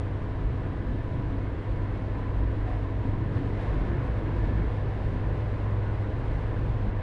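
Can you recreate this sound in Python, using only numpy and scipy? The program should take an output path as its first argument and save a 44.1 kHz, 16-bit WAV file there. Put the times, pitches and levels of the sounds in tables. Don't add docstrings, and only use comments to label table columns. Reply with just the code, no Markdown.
import sys
import numpy as np
from scipy import signal
from scipy.fft import rfft, irfft, next_fast_len
from scipy.io import wavfile
from scipy.ndimage import uniform_filter1d

SR = 44100
rng = np.random.default_rng(int(sys.argv[2]) if len(sys.argv) > 2 else 0)


def store_wav(level_fs):
    pcm = np.round(np.clip(np.atleast_2d(level_fs), -1, 1) * 32767)
    wavfile.write(sys.argv[1], SR, pcm.T.astype(np.int16))


def to_linear_factor(level_db):
    exponent = np.asarray(level_db, float) / 20
    return 10 ** exponent


N = 309582


def rms_one(x):
    return x / np.sqrt(np.mean(x ** 2) + 1e-20)


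def in_time(rows):
    t_s, *columns = np.transpose(rows)
    return [np.interp(np.arange(N) / SR, t_s, column) for column in columns]


def drift(rate_hz):
    r = np.exp(-80 * np.pi * rate_hz / SR)
    slow = signal.lfilter([1], [1, -2 * r, r * r], rng.standard_normal(N // 40 + 2002))
    slow = rms_one(slow[2000:])
    return np.interp(np.arange(N) / 40, np.arange(len(slow)), slow)


def swells(rows):
    t_s = np.arange(0, N + 40, 40) / SR
    peak_s, rise_db, length_s = np.transpose(rows)[:, :, None]
    rise = np.sum(rise_db * np.exp(-4 * ((t_s - peak_s) / length_s) ** 2), axis=0)
    return np.interp(np.arange(N) / SR, t_s, rise)


def far_noise(spectrum, patchy_db, rate_hz, even_s, count):
    size = next_fast_len(N)
    hz, level_db = np.transpose(spectrum)
    octave = np.log2(np.arange(1, size // 2 + 2) * SR / size)
    gain = to_linear_factor(np.interp(octave, np.log2(hz), level_db, left=-150, right=-150))
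    coloured = rfft(rng.standard_normal(size)) * gain
    centres = np.linspace(np.log2(hz[0]), np.log2(hz[-1]), count)
    spacing = centres[1] - centres[0]
    out = 0
    for centre in centres:
        share = np.clip(1 - abs(octave - centre) / spacing, 0, 1)
        band = irfft(coloured * share, size)[:N]
        out = out + band * to_linear_factor(patchy_db * drift(rate_hz))
    width = int(even_s * SR)
    power = uniform_filter1d(uniform_filter1d(rms_one(out) ** 2, width), width)
    return rms_one(out / np.sqrt(power + 0.038))


def pipe_tones(rows):
    out, unsteady_rad = np.zeros(N), 1.41 * drift(5.1)
    for (peak_s, hz, peak_db, length_s), start in zip(rows, rng.random(len(rows))):
        first = max(int((peak_s - length_s) * SR), 0)
        i = np.arange(first, min(int((peak_s + length_s) * SR), N))
        bell = np.exp(-4 * ((i / SR - peak_s) / length_s) ** 2)
        tone = np.sin(2 * np.pi * (hz * i / SR + start) + unsteady_rad[i])
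        out[i] += np.sqrt(2) * to_linear_factor(peak_db) * bell * tone
    return out


def far_air(gaps_db, flutter_db):
    # f/Hz, level/dB
    air_spectrum = [(4000, -15.5), (5500, -4), (7500, -3), (10900, -4), (13000, -6)]
    hiss = far_noise(air_spectrum, patchy_db=.3, rate_hz=14.0, even_s=.3, count=3)
    return to_linear_factor(-82 + gaps_db + 2 * flutter_db) * hiss


def rumble(flow_db):
    # f/Hz, density/(dB per Hz)
    rumble_spectrum = [(4, -33), (10, -29), (17, -16), (23, -13.5), (29, -23), (33, -21.5), (39, -15),
                       (50, -10), (62, -9), (68, -16.5), (82, -17), (92, -16.5)]
    noise = far_noise(rumble_spectrum, patchy_db=3.5, rate_hz=4.7, even_s=0.062, count=4)
    return to_linear_factor(-33.5 + 0.87 * flow_db) * noise


def drone(flow_db):
    # f/Hz, density/(dB per Hz)
    drone_spectrum = [(70, -17), (90, -15.5), (100, -3.5), (112, 1.5), (124, -2), (135, -7.5), (155, -8),
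                      (180, -11.5), (200, -10.5), (238, -15), (256, -10.5), (285, -13.5), (330, -12),
                      (385, -22.5), (450, -25.5)]
    # t/s, rise/dB, length/s
    pulls = [(.55, 1.5, 0.41), (.93, 5, 0.07), (1.2, 2, 0.48), (2.1, 1.5, 0.47), (3.13, 5.5, 0.12),
             (3.35, 4.5, 0.22), (3.78, 1, 0.3), (4.0, 0, 0.23), (4.55, 3.5, 0.31), (4.85, -0.5, 0.24),
             (5.3, 1, 0.44), (6.25, 2, 0.12), (6.72, 1, 0.43)]
    noise = far_noise(drone_spectrum, patchy_db=0.5, rate_hz=0.49, even_s=0.071, count=5)
    return to_linear_factor(-36.5 + flow_db + swells(pulls)) * noise


def road_roar(flow_db, gaps_db):
    # f/Hz, density/(dB per Hz)
    road_spectrum = [(300, -8.5), (400, 0.5), (490, -2), (554, -4.5), (657, -5), (852, -9), (960, -6.5),
                     (1060, -9.5), (1190, -12), (1380, -14.5), (1700, -14), (2170, -19.5), (2600, -33),
                     (4500, -63)]
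    noise = far_noise(road_spectrum, patchy_db=.9, rate_hz=12.0, even_s=0.13, count=16)
    return to_linear_factor(-42.5 + flow_db + 0.82 * gaps_db) * noise


def tyre_swish(flow_db, gaps_db, flutter_db):
    # f/Hz, density/(dB per Hz)
    swish_spectrum = [(1700, -13.5), (2500, 2.5), (3100, -1.5), (4000, -6.5), (5000, -14), (6000, -19.5),
                      (7500, -24.5), (10900, -30.5), (13000, -39)]
    noise = far_noise(swish_spectrum, patchy_db=.35, rate_hz=14.0, even_s=.2, count=5)
    return to_linear_factor(-60 + 0.99 * flow_db + gaps_db + flutter_db) * noise


def alleys():
    # f/Hz, width/Hz, level/dB
    resonances = [(500, 42, -57.5), (990, 70, -58), (1056, 40, -61.5), (1467, 35, -65.5), (1561, 40, -68.5),
                  (1633, 40, -66.5), (1738, 40, -66), (1798, 40, -66.5), (1981, 90, -65), (2197, 95, -67.5)]
    flicker_db, wander_share = 2.0, .008
    out = 0
    for hz, width_hz, level_db in resonances:
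        r = np.exp(-np.pi * width_hz / SR)
        poles = [1, -2 * r * np.cos(2 * np.pi * hz / SR), r * r]
        ringing = rng.standard_normal(N + SR)
        for _ in range(2):
            ringing = signal.lfilter([1, 0, -1], poles, ringing)
        read = np.cumsum(1 + wander_share * drift(1.5))
        wandering = rms_one(np.interp(read, np.arange(N + SR), ringing))
        out = out + to_linear_factor(level_db + flicker_db * drift(3.5)) * wandering
    return out


def treads():
    # t/s, f/Hz, peak/dB, length/s
    tread_tones = [(.3, 1040, -61, 0.11), (.72, 1005, -54, .12), (1.12, 1006, -49, 0.091),
                   (1.5, 955, -58, .15), (2.2, 1010, -50, .15), (2.7, 985, -55, .12), (2.7, 740, -48, 0.13),
                   (3.05, 950, -51, .12), (3.8, 1063, -57, .15), (3.9, 1750, -56, .15),
                   (4.45, 962, -50.5, .15), (4.5, 1740, -58, .12), (5.05, 1050, -58, 0.11),
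                   (5.7, 1065, -53, .12), (6.05, 990, -57, .15), (6.75, 1040, -50, .12),
                   (6.97, 1740, -56, .06)]
    return pipe_tones(tread_tones)


def booms():
    # t/s, f/Hz, peak/dB, length/s
    boom_tones = [(.45, 50.6, -27, 0.13), (.9, 55, -33.5, 0.13), (1.3, 48, -36, 0.21),
                  (1.71, 48.24, -30, 0.2), (2.02, 57.1, -37, 0.22), (2.42, 56.4, -26.5, 0.18),
                  (2.7, 51.05, -29, 0.24), (2.94, 50.7, -38, 0.18), (3.11, 59, -36, 0.15),
                  (3.13, 25, -30, 0.14), (3.8, 47, -31, 0.32), (4.1, 54, -27.5, 0.061),
                  (4.42, 51.3, -29.5, 0.23), (4.52, 47.8, -34, 0.14), (4.63, 54.6, -28, 0.17),
                  (5.13, 50.3, -29, 0.17), (5.3, 51.9, -28, 0.13), (5.87, 54, -40.5, 0.27),
                  (6.32, 53, -30.5, 0.17), (6.63, 52.17, -34, 0.24), (6.9, 47, -30, 0.084)]
    return pipe_tones(boom_tones)


def further_barks():
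    # t/s, f/Hz, peak/dB, length/s
    further_tones = [(.68, 272, -48, .08), (.9, 240, -42, 0.095), (1.13, 186, -43.5, 0.07),
                     (1.3, 275, -43.5, 0.23), (2.57, 274, -43, 0.048), (3.5, 410, -50, 0.31),
                     (4.0, 500, -49, .3), (6.05, 310, -48.5, 0.12), (6.87, 200, -38, 0.076),
                     (.15, 123.6, -41, 0.26), (.55, 126, -37.5, 0.38), (.93, 123.5, -45, 0.16),
                     (1.2, 124.8, -36, 0.16), (1.75, 127, -39, 0.14), (2.15, 124.6, -43, 0.22),
                     (2.62, 272, -46, 0.44), (2.6, 300.3, -42, 0.25), (3.2, 123, -34, 0.41),
                     (3.3, 155.3, -52, 0.15), (3.8, 162.2, -40, 0.22), (4.0, 130, -35, 0.18),
                     (4.3, 149.6, -42.5, 0.17), (4.85, 135.8, -36, 0.14), (5.1, 152.6, -41.5, 0.14),
                     (5.15, 205, -48, 0.13), (5.4, 128, -39, 0.41), (6.2, 124.6, -40, 0.2),
                     (6.35, 150.5, -37.5, 0.15), (6.65, 124, -34.5, 0.31)]
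    return pipe_tones(further_tones)


def van_barks():
    # t/s, f/Hz, peak/dB, length/s
    bark_tones = [
        (3.05, 214, -36, 0.04),
        (3.07, 263.6, -37, 0.071),
        (3.23, 328, -41.5, 0.057),
        (3.43, 273, -40.5, 0.11),
        (3.57, 197.6, -41, 0.16),
        (3.76, 317, -43, 0.15),
        (3.92, 346.6, -41.5, 0.15),
        (4.09, 260, -42, 0.16),
        (4.18, 213.7, -41.5, 0.1),
    ]
    return pipe_tones(bark_tones)


def idling_lorry():
    # t/s, rise/dB, length/s
    idle_swells = [
        (.9, 4, 0.49),
        (1.78, 12, 0.27),
        (2.3, 4, 0.86),
        (3.8, 5, .8),
        (5.4, 8.5, 1),
        (6.3, 10, 0.41),
        (6.8, 14.5, 0.88),
    ]
    phase = 2 * np.pi * np.cumsum(32.55 + 0.78 * drift(1.66)) / SR
    return np.sqrt(2) * to_linear_factor(-48 + swells(idle_swells)) * np.sin(phase)


def engine():
    # t/s, speed/(cycles per s)
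    engine_speed = [(0.0, 24.589), (1.0, 24.632), (2.0, 24.759), (3.0, 24.942), (4.0, 25.137),
                    (5.0, 25.302), (6.0, 25.412), (7.02, 25.474)]
    # t/s, level/dB
    hum_level = [(0, -32.5), (.6, -35), (1.0, -35), (1.8, -33), (2.5, -33), (3.1, -30.5), (3.5, -34.5),
                 (3.8, -35), (4.1, -32), (4.5, -31.5), (5.4, -32), (5.75, -28), (6.1, -32), (7.02, -32.5)]
    # order, early/dB, middle/dB, late/dB
    engine_orders = [(8, -56, -55, -53), (10, -67, -60, -56), (11, -47, -47, -59), (12, -53, -51, -56),
                     (13, -53, -52, -55), (17, -56, -57, -56), (19, -60, -52, -53), (20, -59, -54, -55),
                     (21, -59, -59, -57), (23, -62, -59, -58), (24, -63, -60, -59), (25, -65, -64, -61),
                     (26, -63, -58, -75), (27, -59, -66, -63), (28, -77, -61, -77), (30, -76, -65, -63),
                     (32, -78, -65, -64), (40, -65, -65, -77), (49, -74, -76, -77), (53, -75, -77, -86)]
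    path_times_s = (1.25, 3.5, 5.6)
    second_order = [2, -55.5, -55.5, -55.5]
    cycles = np.cumsum(in_time(engine_speed)[0]) / SR
    hum = np.sin(8 * np.pi * (cycles + .003 * drift(3.0)))
    out = np.sqrt(2) * to_linear_factor(in_time(hum_level)[0] - 0.5) * hum
    for order, *levels_db in [second_order, *engine_orders]:
        level_db = in_time(np.transpose([path_times_s, levels_db]))[0]
        waver_db = 0.4 * np.sqrt(order) * drift(2.0)
        phase = 2 * np.pi * (order * cycles + rng.random() + .003 * order * drift(3.0))
        out = out + np.sqrt(2) * to_linear_factor(level_db + waver_db - 1.3) * np.sin(phase)
    return out


def scene():
    # t/s, level/dB
    traffic = [
        (0, -0.5),
        (1.1, -0.5),
        (2.2, 0),
        (3.2, -0.5),
        (3.8, 2),
        (5.1, 1.2),
        (5.8, 1),
        (6.5, -0.1),
        (7.02, 0),
    ]
    # t/s, rise/dB, length/s
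    gaps = [(.65, 0.6, 0.11), (2.7, 1.5, 0.22), (3.05, 2, 0.083), (3.13, 0, 0.083), (3.37, 4, 0.071),
            (3.62, 2, 0.08), (3.7, 2, 0.073), (3.7, 0.8, .45), (4.06, 0.5, 0.092), (4.46, 1, 0.099),
            (4.86, 0, 0.072), (5.03, 1, 0.071), (5.17, 0.5, 0.065), (6.5, 1.5, 0.57)]
    flow_db, gaps_db = in_time(traffic)[0], swells(gaps)
    flutter_db = 0.4 * drift(16.0)
    treble = far_air(gaps_db, flutter_db) + tyre_swish(flow_db, gaps_db, flutter_db)
    low = rumble(flow_db) + drone(flow_db)
    road = road_roar(flow_db, gaps_db) + to_linear_factor(flow_db) * alleys() + treads()
    engines = booms() + further_barks() + van_barks() + idling_lorry() + engine()
    return (treble + low + road + engines)[None]


def band_gate(x, size=2048, count=13):
    # f/Hz, threshold re surroundings/dB
    gate_threshold = [(1800, -8), (4500, -4.5), (6500, -2.6), (9000, -1.2), (11000, -.6)]
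    hz, _, cells = signal.stft(x, SR, nperseg=size, boundary="odd")
    band = np.arange(len(hz)) // count
    power = np.add.reduceat(abs(cells) ** 2, np.arange(0, len(hz), count), axis=0)
    usual = np.exp(uniform_filter1d(np.log(power + 1e-30), size=5, axis=0))
    around = np.exp(uniform_filter1d(np.log(usual), size=30, axis=1))
    usual = np.sqrt(usual * around)
    limit = to_linear_factor(2 * np.interp(hz[::count], *np.transpose(gate_threshold), left=-60))
    kept = np.where(power > usual * limit[:, None], 1, .08)
    cells[hz > 10900] = 0
    return signal.istft(cells * kept[band], SR, nperseg=size)[1][:N]


def top_cut(x):
    return signal.sosfilt(signal.butter(12, 15800, fs=SR, output="sos"), x)


def record(dry):
    start_offset = .085 * np.exp(-(np.arange(N) / SR / .0025) ** 2)
    low_pass = signal.ellip(10, .2, 60, 10950, fs=SR, output="sos")
    limited = signal.sosfilt(low_pass, band_gate(dry[0]) + start_offset)
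    high_pass = signal.butter(6, 11800, "high", fs=SR, output="sos")
    hiss = to_linear_factor(-97) * signal.sosfilt(high_pass, rng.standard_normal(N))
    closing = signal.windows.hann(21)[np.minimum(np.arange(N)[::-1], 10)]
    return top_cut((limited * closing + hiss)[None])


dry = scene()
out = record(dry)
store_wav(out)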